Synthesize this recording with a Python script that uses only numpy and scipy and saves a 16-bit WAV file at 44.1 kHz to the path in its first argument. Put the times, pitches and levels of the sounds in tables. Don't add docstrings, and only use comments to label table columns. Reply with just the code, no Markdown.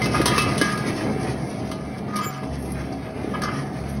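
import sys
import numpy as np
from scipy import signal
from scipy.fft import rfft, irfft, next_fast_len
from scipy.io import wavfile
from scipy.ndimage import uniform_filter1d, map_coordinates

SR = 44100
rng = np.random.default_rng(int(sys.argv[2]) if len(sys.argv) > 2 else 0)


def materialize(psi):
    bounded = np.clip(np.atleast_2d(psi).T, -1, 1)
    quanta = np.round(bounded * 32767).astype(np.int16)
    wavfile.write(sys.argv[1], SR, quanta)


N = 176400

# (time [s], level [dB])
HUM_FIRST = [(0, -33), (.55, -36), (.8, -46), (1.3, -38.5), (1.58, -47), (1.72, -39), (1.9, -36),
             (2.05, -57), (2.38, -57), (2.52, -31.5), (2.8, -36.5), (3.12, -44), (3.42, -36), (3.68, -50),
             (3.82, -32.5), (4, -33)]
HUM_SECOND = [(0, -39), (1.25, -40.5), (1.7, -49), (2.6, -34), (3.301, -52), (3.6, -31), (3.8, -41),
              (4, -30.5)]
HUM_THIRD = [(0, -43), (.5, -32), (.8, -38.5), (1.8, -42), (2.15, -30), (2.4, -44.5), (3.2, -43),
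             (3.5, -34), (3.75, -48), (4, -26.5)]
# (frequency [Hz], width [Hz], level [dB])
GEAR_TONES = [(180.4, 12, -40.5), (250.4, 13, -41.5), (271.2, 16, -40), (640.5, 12, -43.5),
              (697, 16, -48.5), (756, 20, -44.5)]
# (time [s], rumble gain [dB], rattle gain [dB], grit gain [dB])
LOAD_GAINS = [(0.0, -20, -30, -43.5), (0.34, -22.5, -25.5, -33), (0.5, -21.5, -29, -38),
              (0.67, -27.5, -30, -38.5), (1.06, -22.5, -33.5, -42.5), (1.37, -26.5, -39, -46),
              (1.83, -30, -42.5, -50.5), (2.09, -29, -42, -63), (2.31, -33.5, -40, -58),
              (2.55, -31.5, -42, -48.5), (2.94, -30.5, -40, -56), (3.25, -27, -38.5, -56),
              (3.43, -28.5, -39, -51), (4.0, -31, -42, -50.5)]
# (frequency [Hz], gain [dB])
RUMBLE_SPECTRUM = [(20, -54), (40, -20), (85, -7.5), (120, 2.5), (160, -3), (280, -2.5), (400, -5.5),
                   (560, -11), (750, -11), (1000, -20.5), (2500, -56.5)]
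RATTLE_SPECTRUM = [(300, -6.5), (700, -2.5), (950, 1), (1250, 7), (1500, -1), (1700, -0.5), (2300, -1.5),
                   (3200, -12), (4500, -14.5), (9000, -24.5)]
GRIT_SPECTRUM = [(1500, -12), (3500, -3), (5000, 8), (6200, 3.5), (8500, -8), (10500, 0), (12000, -25),
                 (15500, -19)]
CRACK_SPECTRUM = [(300, -41), (1100, 16), (2500, 4.5), (5000, 12.5), (8500, 2), (11000, 2), (15500, -3.5)]
THUD_SPECTRUM = [(40, -17), (110, 1), (250, -4.5), (420, 10), (700, -10), (1500, -38), (5000, -69)]
RASP_SPECTRUM = [(300, 2), (900, -8), (1220, 9), (1450, -5), (1650, -0.5), (2200, -17), (3200, -26.5),
                 (6000, -63)]
SCREECH_SPECTRUM = [(1500, -32), (3300, -8.5), (4700, 4.5), (5800, 3), (7000, -2.5), (12000, -41)]
FIZZ_SPECTRUM = [(4000, -25), (7000, -35), (9000, 9), (11500, 10), (13000, -4), (15500, 5)]
# (frequency [Hz], level [dB], t60 [s])
SHELL_MODES = [(973.4, -5.5, 0.56), (1035, -4, 0.42), (1076, -11.5, 0.53), (1183, 2.5, 0.24),
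               (1232, 0, 0.5), (1350, -7, 0.38), (1659, 0, 0.48), (2061, 4, 0.18), (2274, -4, 0.32),
               (2618, -4.5, 0.18), (2910, -18, 0.86), (3000, -5.5, 0.22), (3234, -5, 0.25),
               (3584, -25, 0.35), (4720, -4, 0.22), (5080, -10, 0.3)]
# (time [s], ring gain [dB], ring length [share of the free shell's], favoured frequency [Hz],
# lift there [dB], crack level [dB], shimmer level [dB])
CLANKS_AND_CLICK = [(0.017, -33.5, 0.49, 2140, 14.5, -32.5, -36), (.058, -36.5, 0.37, 2620, 15, -26, -49),
                    (.214, -35, 0.46, 1667, 10, -25, -37), (0.2565, -33.5, 1.94, 944, 17, -13.5, -20),
                    (.278, -41, 0.77, 3260, 22, -18.5, -47), (.333, -38, 0.7, 1210, 15.5, -48, -53),
                    (.379, -32, 1.2, 2650, 17, -17, -25), (.6128, -28, .75, 1667, 13, -19, -30),
                    (.381, -36, 0.23, 1166, 24.5, -27, -38), (0.419, -44, 0.78, 1400, 16, -27, -31),
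                    (0.5786, -53, 0.17, 4700, 3, -28, -26.5), (.617, -31.5, 1.15, 3700, 13, -32, -40),
                    (.775, -54, 0.49, 2100, -1, -31.5, -39.5), (1.714, -41.5, 0.65, 2300, 0, -32, -39.5),
                    (1.981, -62, .3, 4650, 7, -41, -53), (2.159, -41, 0.45, 2300, 15, -42, -34.5),
                    (2.186, -42, 0.57, 1020, 19, -31, -60), (2.344, -49, 0.64, 2900, 14.5, -51, -59),
                    (2.432, -46, 0.4, 980, 17, -56, -48), (3.4177, -44, 0.5, 1667, 18, -29, -37)]
# (time [s], length [s], rasp level [dB], ring level [dB], screech level [dB], fizz level [dB])
TOOTH_DRAGS = [(0.018, 0.053, -39, -59, -30.5, -49), (0.14, 0.019, -39, -20.5, -56, -62),
               (2.08, 0.051, -45, -42, -54, -80), (2.133, 0.12, -39, -30.5, -50, -84),
               (2.155, 0.013, -49, -48, -35, -39), (2.227, 0.025, -41, -48, -49, -46.5),
               (2.285, 0.096, -52, -43, -50.5, -76), (2.581, 0.16, -64, -69, -54, -51),
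               (2.717, 0.0091, -63, -62, -62, -47), (2.922, 0.014, -50, -66, -43, -59),
               (3.336, 0.021, -42, -26, -64, -75), (3.42, 0.064, -32, -31, -47, -63),
               (3.429, 0.017, -39, -46, -34.5, -49), (3.477, 0.035, -34.5, -36, -67, -66),
               (3.88, 0.062, -52, -66, -67, -50.5)]
# (time [s], peak level [dB], plate frequency [Hz])
FRAME_KNOCKS = [(0.056, -17, 290), (.1995, -8, 326), (.258, -14.5, 253), (0.38, -11.5, 197),
                (.465, -13.5, 128), (.614, -8, 308), (0.778, -16, 168), (0.935, -23, 118),
                (1.072, -18, 186), (1.161, -15, 144), (2.091, -22, 217), (2.265, -21.5, 139),
                (2.435, -24.5, 233), (3.244, -17, 353), (3.276, -20.5, 302), (3.319, -22.5, 264)]
# (time [s], level [dB])
SQUEAL_LEVEL = [(2.205, -120), (2.217, -14), (2.262, 0.5), (2.29, -4.5), (2.345, -44), (2.38, -23),
                (2.46, -120)]
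# (frequency [Hz], t60 [s])
YARD_DECAY = [(150, 0.26), (1500, 0.94), (10000, 0.11)]
# (frequency [Hz], gain [dB])
TREBLE_COLOUR = [(6100, -1), (6700, -10.5), (7100, -35), (7600, -30), (8100, -5.5), (8600, 4), (11500, 0.5),
                 (12400, -5), (13200, -20), (13900, -32), (14500, -4.5), (15500, -2.5)]


def amp(db):
    return 10 ** (np.asarray(db) / 20)


def decay(t, t60):
    return amp(-60 * t / t60)


def unit(x):
    return x / np.sqrt(np.mean(x ** 2) + 1e-20)


def along(points, hz):
    point_hz, values = np.transpose(points)
    return np.interp(np.log(hz + 1), np.log(point_hz + 1), values)


def curves(rows):
    times, *columns = np.transpose(rows)
    return [np.interp(np.arange(N) / SR, times, column) for column in columns]


def wobble(rate):
    return map_coordinates(rng.standard_normal(2048), [np.arange(N) * rate / SR], mode="wrap")


def colour(x, spectrum, size=8192):
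    cepstrum = irfft(np.log(amp(along(spectrum, np.fft.rfftfreq(size, 1 / SR)))))
    cepstrum[1:size // 2] *= 2
    cepstrum[size // 2 + 1:] = 0
    return signal.fftconvolve(x, irfft(np.exp(rfft(cepstrum))))[:len(x)]


def add(track, start_s, sound):
    part = track[max(round(start_s * SR), 0):][:len(sound)]
    part += sound[:len(part)]


def machine(load_db, drive_hz=69.48, wander=0.01348, throb_db=-12):
    turns = np.cumsum(drive_hz * (1 + wander * wobble(4))) / SR
    hum = gears = 0
    for harmonic, swells in enumerate([HUM_FIRST, HUM_SECOND, HUM_THIRD], 1):
        level = amp(curves(swells)[0] + 2.4 * wobble(12))
        hum += level * np.sin(2 * np.pi * (harmonic * turns + rng.random()) + 0.56 * wobble(12))
    for hz, width, db in GEAR_TONES:
        phase = 2 * np.pi * hz * np.arange(N) / SR
        gears += amp(db) * (wobble(width) * np.sin(phase) + wobble(width) * np.cos(phase))
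    beats = np.diff(np.floor(turns), prepend=0) * amp(2.2 * wobble(50))
    throb = amp(throb_db) * unit(colour(beats, RUMBLE_SPECTRUM))
    rumble = amp(-2 + 1.64 * wobble(16)) * unit(colour(rng.standard_normal(N), RUMBLE_SPECTRUM))
    return np.sqrt(2) * hum + gears + amp(load_db) * (rumble + throb)


def contacts(per_s, spread_db):
    hits = (rng.random(N) < per_s / SR) * rng.choice([-1, 1], N)
    return unit(hits * amp(spread_db * np.clip(rng.standard_normal(N), -2, 2)))


def shimmer(t60, low_hz=2800, high_hz=11500, count=50):
    t = np.arange(SR // 3) / SR
    spread = (np.arange(count)[:, None] + rng.random((count, 1))) / count
    hz = low_hz * (high_hz / low_hz) ** spread
    fade = decay(t, t60 * np.sqrt(low_hz / hz))
    modes = fade * np.sin(2 * np.pi * (hz * t + rng.random((count, 1))))
    return modes.sum(axis=0) * np.sqrt(2 / count)


def sustained(x, window):
    return x / np.sqrt(np.abs(uniform_filter1d(x ** 2, size=window)) + 1e-9)


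def on_steel(friction, spectrum, shifts_per_s=9, resonance_db=2.5):
    rung = 0
    for _ in range(5):
        modes = np.diff(shimmer(t60=0.093, low_hz=1394, high_hz=12094, count=30), prepend=0)
        rung += wobble(shifts_per_s) * signal.fftconvolve(friction, modes)[:N]
    resonance = amp(resonance_db) * unit(sustained(rung, window=4400))
    return unit(colour(unit(friction) + resonance, spectrum))


def shell_ring(focus_hz, lift_db, length, width_octaves=0.089, detune=0.0026):
    t = np.arange(SR) / SR
    hz, db, t60 = np.transpose(SHELL_MODES)[:, :, None]
    favour = np.exp(-.5 * (np.log2(hz / focus_hz) / width_octaves) ** 2)
    level = amp(db + rng.standard_normal(hz.shape))
    hz = hz * (1 + detune * rng.standard_normal(hz.shape))
    excess = (amp(lift_db * favour) - 1) * decay(t, 0.27 * length)
    fade = decay(t, t60 * length) + excess
    return np.sum(level * fade * np.sin(2 * np.pi * (hz * t + rng.random(hz.shape))), axis=0)


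def pile(rattle_db, grit_db, ticks_per_s=12):
    jostle_db = 2.1 * wobble(18)
    chatter = on_steel(contacts(per_s=900, spread_db=3.5) + rng.standard_normal(N), RATTLE_SPECTRUM)
    taps = contacts(per_s=90, spread_db=-0.5)
    ringing = unit(signal.fftconvolve(taps, shell_ring(focus_hz=1140, lift_db=4.5, length=0.3))[:N])
    rattle = amp(-3) * chatter + amp(-9.5) * ringing
    grit = on_steel(contacts(per_s=1300, spread_db=15) + 1.3 * rng.standard_normal(N), GRIT_SPECTRUM)
    ticks = np.zeros(N)
    for when, size in rng.random((round(ticks_per_s * N / SR), 2)):
        add(ticks, when * N / SR, (.5 + size) * shimmer(t60=0.18, low_hz=1465, high_hz=6000, count=7))
    treble = amp(-2.5 + jostle_db + 2.8 * wobble(34.62)) * grit + amp(-19) * unit(ticks)
    return amp(rattle_db + jostle_db) * rattle + amp(grit_db) * treble


def clanks(rise_s=0.00052):
    out, t = np.zeros(N), np.arange(SR // 3) / SR
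    rise = 1 - np.exp(-t / rise_s)
    for start_s, ring_db, length, focus_hz, lift_db, crack_db, shimmer_db in CLANKS_AND_CLICK:
        noise = unit(colour(rng.standard_normal(len(t)), CRACK_SPECTRUM))
        crack = amp(crack_db) * decay(t, t60=0.072) * noise
        clank = amp(ring_db) * shell_ring(focus_hz, lift_db, length)
        clank[:len(t)] += crack + amp(shimmer_db) * shimmer(t60=0.25, count=36)
        clank[:len(t)] *= rise
        add(out, start_s, clank)
    return out


def scrapes(rise_s=0.0058, fall_s=0.011):
    out, t = np.zeros(N), np.arange(N) / SR
    slips = contacts(per_s=320, spread_db=8.5)
    rasp = on_steel(slips + 0.78 * rng.standard_normal(N), RASP_SPECTRUM)
    shell = shell_ring(focus_hz=1218, lift_db=18, length=0.89, width_octaves=0.043)
    shell *= 1 - np.exp(-t[:SR] / rise_s)
    groan = sustained(unit(signal.fftconvolve(slips, shell)[:N]), window=700)
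    screech = on_steel(slips + 0.57 * rng.standard_normal(N), SCREECH_SPECTRUM)
    fizz = on_steel(slips + rng.standard_normal(N), FIZZ_SPECTRUM)
    for start_s, length_s, rasp_db, ring_db, screech_db, fizz_db in TOOTH_DRAGS:
        rise = np.clip((t - start_s) / rise_s, 0, 1)
        fall = np.exp(-np.maximum(t - start_s - length_s, 0) / fall_s)
        out += rise * fall * (amp(rasp_db) * rasp + amp(ring_db) * groan
                              + amp(screech_db) * screech + amp(fizz_db) * fizz)
    return out


def knocks(shudder=0.058, rise_s=0.0017):
    out, t = np.zeros(N), np.arange(SR // 4) / SR
    for start_s, peak_db, hz in FRAME_KNOCKS:
        push = shudder * rng.standard_normal(len(t)) * decay(t, t60=0.031)
        push[0] += 1
        plate = np.sin(2 * np.pi * hz * t) * (1 - np.exp(-t / rise_s)) ** 2 * decay(t, t60=0.04)
        knock = amp(-2) * unit(colour(push, THUD_SPECTRUM)) + unit(plate)
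        add(out, start_s, amp(peak_db) * knock / np.abs(knock).max())
    return out


def squeal(pitch_hz=7164, glide=0.004, jitter=0.0038, chatter_db=4, octave_db=-26):
    hz = pitch_hz * (1 + glide * wobble(45) + jitter * wobble(900))
    phase = 2 * np.pi * np.cumsum(hz) / SR
    level = amp(curves(SQUEAL_LEVEL)[0]) * unit(amp(chatter_db * wobble(400)))
    return level * (np.sin(phase) + amp(octave_db) * np.sin(2 * phase))


def yard_echo(x):
    hz, t, noise = signal.stft(rng.standard_normal(SR // 2), SR, nperseg=256)
    tail = signal.istft(noise * decay(t, along(YARD_DECAY, hz)[:, None]), SR, nperseg=256)[1]
    return signal.fftconvolve(x, np.pad(tail / np.linalg.norm(tail), (SR // 200, 0)))[:N]


def scene(echo_db=-11):
    rumble_db, rattle_db, grit_db = curves(LOAD_GAINS)
    clatter = clanks() + knocks() + scrapes()
    direct = machine(rumble_db) + pile(rattle_db, grit_db) + squeal() + clatter
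    return (direct + amp(echo_db) * yard_echo(clatter))[None]


def record(dry, top_hz=15800):
    size = next_fast_len(N + SR // 2)
    spectrum = rfft(colour(dry[0], TREBLE_COLOUR), size)
    passband = np.fft.rfftfreq(size, 1 / SR) < top_hz
    return irfft(spectrum * passband, size)[None, :N]


dry = scene()
out = record(dry)
materialize(out)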